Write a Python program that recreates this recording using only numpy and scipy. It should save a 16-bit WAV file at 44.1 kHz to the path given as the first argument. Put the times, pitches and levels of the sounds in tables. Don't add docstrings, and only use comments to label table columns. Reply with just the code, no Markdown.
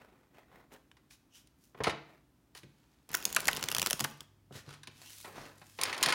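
import sys
import numpy as np
from scipy import signal
from scipy.fft import rfft, irfft
from scipy.io import wavfile

SR = 44100
rng = np.random.default_rng(int(sys.argv[2]) if len(sys.argv) > 2 else 0)


def pcm_store(signal):
    levels = np.round(np.clip(np.atleast_2d(signal), -1, 1) * 32767)
    wavfile.write(sys.argv[1], SR, levels.astype(np.int16).T)


N = 270774
TIME = np.arange(N) / SR
HIT_SIZE = 4096
HIT_TIME = np.arange(HIT_SIZE) / SR

# f/Hz, level/dB
AIR_COLOUR = [(20, -16), (40, -2.5), (60, 7.5), (85, -4), (130, 4), (200, -1.5), (290, 1), (450, -12),
              (1000, -15.5), (3000, -24), (8000, -28.5), (16000, -29)]
AIR_DB = -68.5
# peak t/s, level of the lower band/dB
SQUEAKS = [(1.358, -64), (5.075, -60)]
SQUEAK_HZ, SQUEAK_S = 2940, .055
# peak t/s, length/s, level at the peak/dB, brightness/(dB per octave)
SWISHES = [(0, .08, -64, -8), (0.536, 0.064, -67, -10), (0.734, 0.016, -60.5, 3), (1.127, 0.032, -58, 1.5),
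           (1.374, 0.052, -60.5, 1.5), (1.64, .075, -70, 4), (2.571, 0.025, -53, -1),
           (2.853, 0.38, -76.5, -3), (4.565, 0.051, -48.5, -2.5), (4.71, 0.078, -54.5, -5),
           (5.026, 0.15, -59.5, -1.5), (5.165, 0.17, -54, 3), (5.403, 0.1, -51, -5),
           (5.767, 0.32, -62.5, 1)]
# peak t/s, length/s, level at the peak/dB
RUBS = [(.005, 0.045, -58.5), (0.133, 0.18, -68), (0.378, 0.06, -59.5), (0.554, 0.084, -57),
        (0.734, 0.036, -55), (1.793, .04, -58), (2.11, 0.073, -62), (5.286, 0.047, -53),
        (5.402, 0.16, -54.5), (5.862, 0.08, -44), (6.053, .14, -40)]
RISE_SHARE = 0.43
# f/Hz, relative level/dB, time to fall 60 dB before the wrists damp it/s
TABLE_TONES = [(146.1, -0.5, 0.83), (322, -5, 1), (472, -18.5, 0.69), (548.8, 2.5, 0.27), (656, -5, 0.14),
               (839, -3.5, 0.65), (910, -5.5, 0.26), (1080, -4, 0.6), (1090, 3, 0.28), (1330, 3, 0.37)]
# t/s, level over 10 ms/dB, brightness/(dB per octave)
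KNOCKS = [(1.746, -51.5, -1.5), (1.8035, -32, -2.5), (1.8691, -24.5, -.5), (2.55, -54.5, 3),
          (2.633, -52, -13.5), (4.006, -39.5, -6.5), (4.016, -48.5, -18), (4.0461, -38, 0.5),
          (4.508, -49, -7.5), (4.552, -48.5, -9), (4.674, -50, -11.5), (4.874, -53.5, -10),
          (5.248, -48.5, 5.5), (5.378, -44.5, 0), (5.616, -53.5, 1), (5.789, -42, 1), (6.066, -35, 0.5),
          (6.132, -40, 2.5)]
# t/s, level over 10 ms/dB, brightness/(dB per octave)
CLACKS = [(0.9681, -63, 0), (1.108, -57.5, 3), (1.472, -65.5, 9.5), (1.8364, -38, 5.5),
          (1.8412, -30.5, -0.5), (1.8695, -37, 0.5), (2.55, -52, 6.5), (2.6321, -56.5, 1.5),
          (4.7382, -53, 3), (4.8327, -50, 3.5), (4.8725, -45.5, 3), (5.245, -45.5, -5), (5.615, -56, -1),
          (5.7881, -41.5, 0), (5.8131, -32, 8), (5.8344, -27, 10), (5.8532, -37, 2), (5.8949, -37.5, -0.5),
          (5.928, -33.5, 0.5), (5.9439, -39, 0), (6.0278, -24, 8), (6.0343, -25, 3), (6.0597, -26.5, 4),
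          (6.086, -28.5, 2), (6.102, -32.5, 2.5), (6.1238, -26, 1)]
# start t/s, end t/s, typical level of each/dB
TUMBLES = [(1.857, 1.91, -38.5), (5.797, 5.885, -42.5), (5.965, 6.03, -46.5), (6.04, 6.14, -36)]
TUMBLE_GAP_S, TUMBLE_TILT_DB = .012, -1.5
# t/s, level/dB
THUMB_PRESS = [(3.09, -7.5), (3.14, -1), (3.21, -5.5), (3.5, 1), (3.62, 1), (3.87, -5.5), (4.071, -9.5),
               (4.251, -22)]
CREEP_DB, CREEP_TILT_DB = -47.5, -5.5
# t/s, level of their snaps/dB, fall time/s,
# level of the pop/dB, middle of its sinking pitch f/Hz
PACKETS = [(3.1415, -33.5, 0.0041, -31, 1420), (3.3629, -26.5, 0.003, -25, 1410),
           (3.481, -25.5, .0039, -24.5, 1780), (4.002, -34, 0.0041, -38.5, 1100),
           (4.0409, -32.5, .0062, -35, 1495)]
# t/s, level over 10 ms/dB
SNAPS = [(0.9146, -59), (3.091, -52.5), (3.1498, -27.5), (3.17, -43.5), (3.2255, -44.5), (3.2528, -25.5),
         (3.3268, -38.5), (3.3476, -35), (3.4039, -37.5), (3.4547, -38.5), (3.472, -35.5), (3.5305, -35.5),
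         (3.564, -38.5), (3.5698, -37), (3.627, -34), (3.639, -34.5), (3.686, -31.5), (3.7152, -32.5),
         (3.724, -40), (3.748, -29.5), (3.7654, -33.5), (3.783, -30), (3.796, -33), (3.8172, -29),
         (3.8274, -32), (3.8613, -28.5), (3.87, -32.5), (3.9004, -37), (3.908, -28.5), (3.9299, -28.5),
         (3.994, -37.5), (4.0067, -31.5), (4.0445, -35.5), (4.2062, -45.5)]
# t/s, brightness/(dB per octave)
BEND = [(.9, -5.5), (3.15, 4.5), (3.45, 0.5), (3.63, -0.85), (3.93, 0)]
SNAP_HOLD = 1.1
KNOCK_S, KNOCK_HALVING_DB = 0.0057, 11.5
CLACK_S, CLACK_HALVING_DB = 0.0088, 6
SNAP_S, SNAP_HALVING_DB = 0.0016, 9
# f/Hz, relative level/dB
SWISH_COLOUR = [(100, -18), (600, -11.5), (1500, -6), (3000, -4.5), (6000, -4), (8200, -8), (10000, -8),
                (16000, -15)]
# f/Hz, relative level/dB
RUB_COLOUR = [(25, -17), (70, -16.5), (150, -6.5), (500, -1), (1100, -5), (2000, -8), (3000, -16),
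              (5000, -24), (9000, -31.5), (16000, -26.5)]
# f/Hz, relative level/dB
KNOCK_COLOUR = [(28, -59), (65, -12), (130, -5), (260, -6.5), (480, -2), (900, -4), (1900, -11.5),
                (3300, -22.5), (4500, -28), (7500, -41.5), (16000, -63.5)]
# f/Hz, relative level/dB
CLACK_COLOUR = [(30, -56.5), (100, -26), (500, -8.5), (1000, 3), (1400, 3), (2300, 3.5), (3000, -1),
                (4600, -2), (5700, -9.5), (7000, -12.5), (8300, -18), (9400, -9.5), (11000, -24.5),
                (16000, -33)]
# f/Hz, relative level/dB
FLICK_COLOUR = [(30, -52), (120, -32.5), (600, -16), (1100, -6), (2200, -8.5), (3000, -2.5), (3900, -7),
                (5100, -5.5), (7300, -6.5), (8200, -9.5), (10500, -7), (16000, -7.5)]
# f/Hz, relative level/dB
PUFF_COLOUR = [(28, -43.5), (65, 0), (140, 4.5), (350, -3.5), (700, -7), (1300, -11), (3000, -22),
               (16000, -57.5)]
TOP_HZ = 15900


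def undb(db):
    return 10 ** (np.asarray(db) / 20)


def unit(x):
    return x / np.sqrt(np.mean(x ** 2) + 1e-30)


def blow(x, db):
    return x * undb(db) * np.sqrt(SR / 100 / (np.sum(x ** 2) + 1e-30))


def add(out, s, x):
    i = min(max(int(s * SR), 0), N)
    out[i:i + len(x)] += x[:N - i]


def follow(curve, s):
    return np.interp(s, *np.transpose(curve))


def colour(x, points, tilt_db=0, ripple_db=0, size=2048, count=48):
    octave = np.log2(np.maximum(np.arange(size // 2 + 1) * SR / size, 10))
    hz, db = np.transpose(points)
    heights = rng.uniform(-1, 1, count)
    place = np.sqrt(np.linspace(0, 1, len(octave)))
    bumps = np.interp(place, np.linspace(0, 1, count), heights)
    tilt = tilt_db * np.clip(octave - 10, -2, 4)
    gain = undb(np.interp(octave, np.log2(hz), db) + tilt + ripple_db * bumps)
    cepstrum = irfft(np.log(gain))[:size // 2]
    cepstrum[1:] *= 2
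    response = irfft(np.exp(rfft(cepstrum, size)))
    return signal.oaconvolve(x, response)[:len(x)]


def dull(x, hz):
    return signal.sosfilt(signal.butter(2, hz, fs=SR, output="sos"), x)


def contact(decay, rise, hold=0.74):
    fade = np.exp(-np.minimum((HIT_TIME / max(decay, 1e-4)) ** hold, 60))
    return rng.standard_normal(HIT_SIZE) * fade * (1 - np.exp(-HIT_TIME / rise))


def friction(rate, spread_db, smooth, catch_s):
    sizes = undb(spread_db * np.minimum(rng.exponential(size=N), np.pi))
    slips = (rng.random(N) < rate / SR) * sizes
    scratch = unit(signal.lfilter([1], [1, -np.exp(-1 / (catch_s * SR))], slips))
    return scratch * rng.standard_normal(N) + smooth * rng.standard_normal(N)


def stroke(peak, length):
    width = length * np.where(TIME < peak, RISE_SHARE, 1 - RISE_SHARE)
    return np.exp(-np.minimum(((TIME - peak) / width) ** 2, 40) / 2)


def background(hum_hz=100, hum_db=-69, hum_start_s=4.1):
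    fade_in = np.clip((TIME - hum_start_s) * 10, 0, 1)
    hum = np.sqrt(2) * np.sin(2 * np.pi * hum_hz * TIME) * fade_in
    air = unit(colour(rng.standard_normal(N), AIR_COLOUR, size=8192))
    return undb(AIR_DB) * air + undb(hum_db) * hum


def room(x, t60=0.45, treble_t60=0.3, split_hz=6000, build_s=0.001):
    t = TIME[:int(.7 * SR)]
    noise = rng.standard_normal(len(t))
    low = signal.sosfilt(signal.butter(2, split_hz, fs=SR, output="sos"), noise)
    treble_noise = rng.standard_normal(len(t))
    high = signal.sosfilt(signal.butter(2, split_hz, "high", fs=SR, output="sos"), treble_noise)
    build = 1 - np.exp(-(t / build_s) ** 2)
    tail = (low * undb(-60 * t / t60) + high * undb(-60 * t / treble_t60)) * build
    return signal.fftconvolve(x, tail / np.sqrt(np.sum(tail ** 2)))[:N]


def table(force, ring_db=-21, loss_per_hz=0.12):
    t = TIME[:SR // 2]
    ring = np.zeros(len(t))
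    for hz, db, t60 in TABLE_TONES:
        fade = undb(-(60 / t60 + loss_per_hz * hz) * t)
        ring += undb(db) * np.sin(2 * np.pi * hz * t) * fade
    return signal.fftconvolve(force, ring / np.sqrt(np.sum(ring ** 2)) * undb(ring_db))[:N]


def squeaks(width=0.21, octave_db=-3):
    out = np.zeros(N)
    for multiple, gain in (1, 1.0), (2, undb(octave_db)):
        edges_hz = multiple * SQUEAK_HZ * np.exp([-width / 2, width / 2])
        band = signal.butter(2, edges_hz, "band", fs=SR, output="sos")
        out += gain * unit(signal.sosfilt(band, rng.standard_normal(N)))
    return out * sum(undb(db) * stroke(s, SQUEAK_S) for s, db in SQUEAKS)


def swishes():
    grain = friction(rate=420, spread_db=7, smooth=0.99, catch_s=0.0016)

    def hiss(tilt_db):
        return unit(colour(grain, SWISH_COLOUR, tilt_db, ripple_db=1.5))

    held = (TIME > THUMB_PRESS[0][0]) & (TIME < THUMB_PRESS[-1][0])
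    out = held * undb(CREEP_DB + follow(THUMB_PRESS, TIME)) * hiss(CREEP_TILT_DB)
    for s, length, db, tilt_db in SWISHES:
        out += undb(db) * stroke(s, length) * hiss(tilt_db)
    return out


def rubs():
    grain = friction(rate=300, spread_db=2.5, smooth=0.61, catch_s=0.0025)
    out = np.zeros(N)
    for s, length, db in RUBS:
        out += undb(db) * stroke(s, length) * unit(colour(grain, RUB_COLOUR, ripple_db=3))
    return out


def knocks(rise=0.00087, thump_hz=132, thump_db=-20, thump_s=0.0081):
    out = np.zeros(N)
    thump = np.sin(2 * np.pi * thump_hz * HIT_TIME) * HIT_TIME * np.exp(-HIT_TIME / thump_s)
    for s, db, tilt_db in KNOCKS:
        decay = KNOCK_S * 2 ** (-tilt_db / KNOCK_HALVING_DB)
        add(out, s, blow(colour(contact(decay, rise), KNOCK_COLOUR, tilt_db), db))
        add(out, s, blow(thump, db + thump_db - 1.28 * tilt_db))
    return out


def clack(db, tilt_db, rise=0.00015):
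    decay = CLACK_S * 2 ** (-tilt_db / CLACK_HALVING_DB)
    return blow(colour(contact(decay, rise, hold=1.0), CLACK_COLOUR, tilt_db), db)


def clacks(jitter=.25, spread_db=5.0, tilt_spread_db=3.0, count=16):
    out = np.zeros(N)
    for s, db, tilt_db in CLACKS:
        add(out, s, clack(db, tilt_db))
    for start, end, db in TUMBLES:
        for k, (shift, size, tilt) in enumerate(rng.standard_normal((count, 3))):
            s = start + TUMBLE_GAP_S * (k + jitter * shift * (k > 0))
            card = clack(db + spread_db * size, TUMBLE_TILT_DB + tilt_spread_db * tilt)
            add(out, s, (s < end) * card)
    return out


def ticks(db=-47, spread_db=3, decay=0.0013, jitter_s=0.0052, count=52):
    out = np.zeros(N)
    times = np.linspace(THUMB_PRESS[0][0], THUMB_PRESS[-1][0], count + 2)[1:-1]
    for s, (shift, size, tilt) in zip(times, rng.standard_normal((count, 3))):
        tick = colour(contact(decay, 0.00066), FLICK_COLOUR, tilt, ripple_db=10)
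        level_db = db + follow(THUMB_PRESS, s) + spread_db * min(size, 2)
        add(out, s + jitter_s * shift, blow(tick, level_db))
    return out


def flick(decay, tilt_db, rise=0.0005, crack_db=-6.5, crack_s=0.00025, flutter_db=-17, flutter_s=0.0043):
    crack = np.roll(blow(contact(crack_s, rise), crack_db), int(rise * SR))
    body = blow(contact(decay, rise, SNAP_HOLD), 0)
    flutter = blow(contact(flutter_s, 0.0018), flutter_db)
    return colour(crack + dull(body + flutter, 11000), FLICK_COLOUR, tilt_db, ripple_db=3.5)


def packets(crack_db=-5, rise=0.000092, sag=0.64, pop_s=0.0037, tilt_db=0.1):
    out = np.zeros(N)
    fade = np.exp(-HIT_TIME / pop_s)
    for s, snap_db, fall_s, pop_db, hz in PACKETS:
        add(out, s, blow(flick(fall_s, tilt_db), snap_db))
        sinking_hz = hz * (1 + sag * (fade - .5))
        pop = np.sin(2 * np.pi * np.cumsum(sinking_hz) / SR) * fade * (1 - np.exp(-HIT_TIME / rise))
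        crack = colour(contact(pop_s, rise), CLACK_COLOUR, tilt_db=-3, ripple_db=11.5)
        add(out, s + fall_s, blow(pop, pop_db) + blow(crack, pop_db + crack_db))
    return out


def flicks(puff_db=-13, puff_s=0.0017, flight_s=.007):
    out = np.zeros(N)
    for s, db in SNAPS:
        tilt_db = follow(BEND, s)
        decay = SNAP_S * 2 ** (-tilt_db / SNAP_HALVING_DB)
        add(out, s, blow(flick(decay, tilt_db), db))
        level_db = db + puff_db - 3.5 * max(tilt_db, 0)
        puff = blow(colour(contact(puff_s, 0.00057), PUFF_COLOUR, ripple_db=4.5), level_db)
        add(out, s + flight_s * rng.uniform(0.7, 1.4), puff)
    return out


def scene():
    snap, slap = flicks() + ticks(), packets()
    edges, knock = clacks(), knocks()
    rub, swish = rubs(), swishes() + squeaks()
    wood = table(knock + undb(6.0) * edges + undb(-5) * rub + undb(-13.5) * snap)
    far = undb(-7.5) * dull(edges, 5600) + undb(-9.0) * knock + undb(-8.0) * rub
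    near = undb(-14.0) * snap + undb(-14.5) * slap + undb(-8.0) * swish
    direct = snap + slap + edges + knock + rub + swish
    return (direct + wood + room(far + near) + background())[None]


def record(dry):
    thin = signal.sosfilt(signal.butter(3, 42, "high", fs=SR, output="sos"), dry)
    return signal.sosfilt(signal.ellip(8, .2, 70, TOP_HZ, fs=SR, output="sos"), thin)


dry = scene()
out = record(dry)
pcm_store(out)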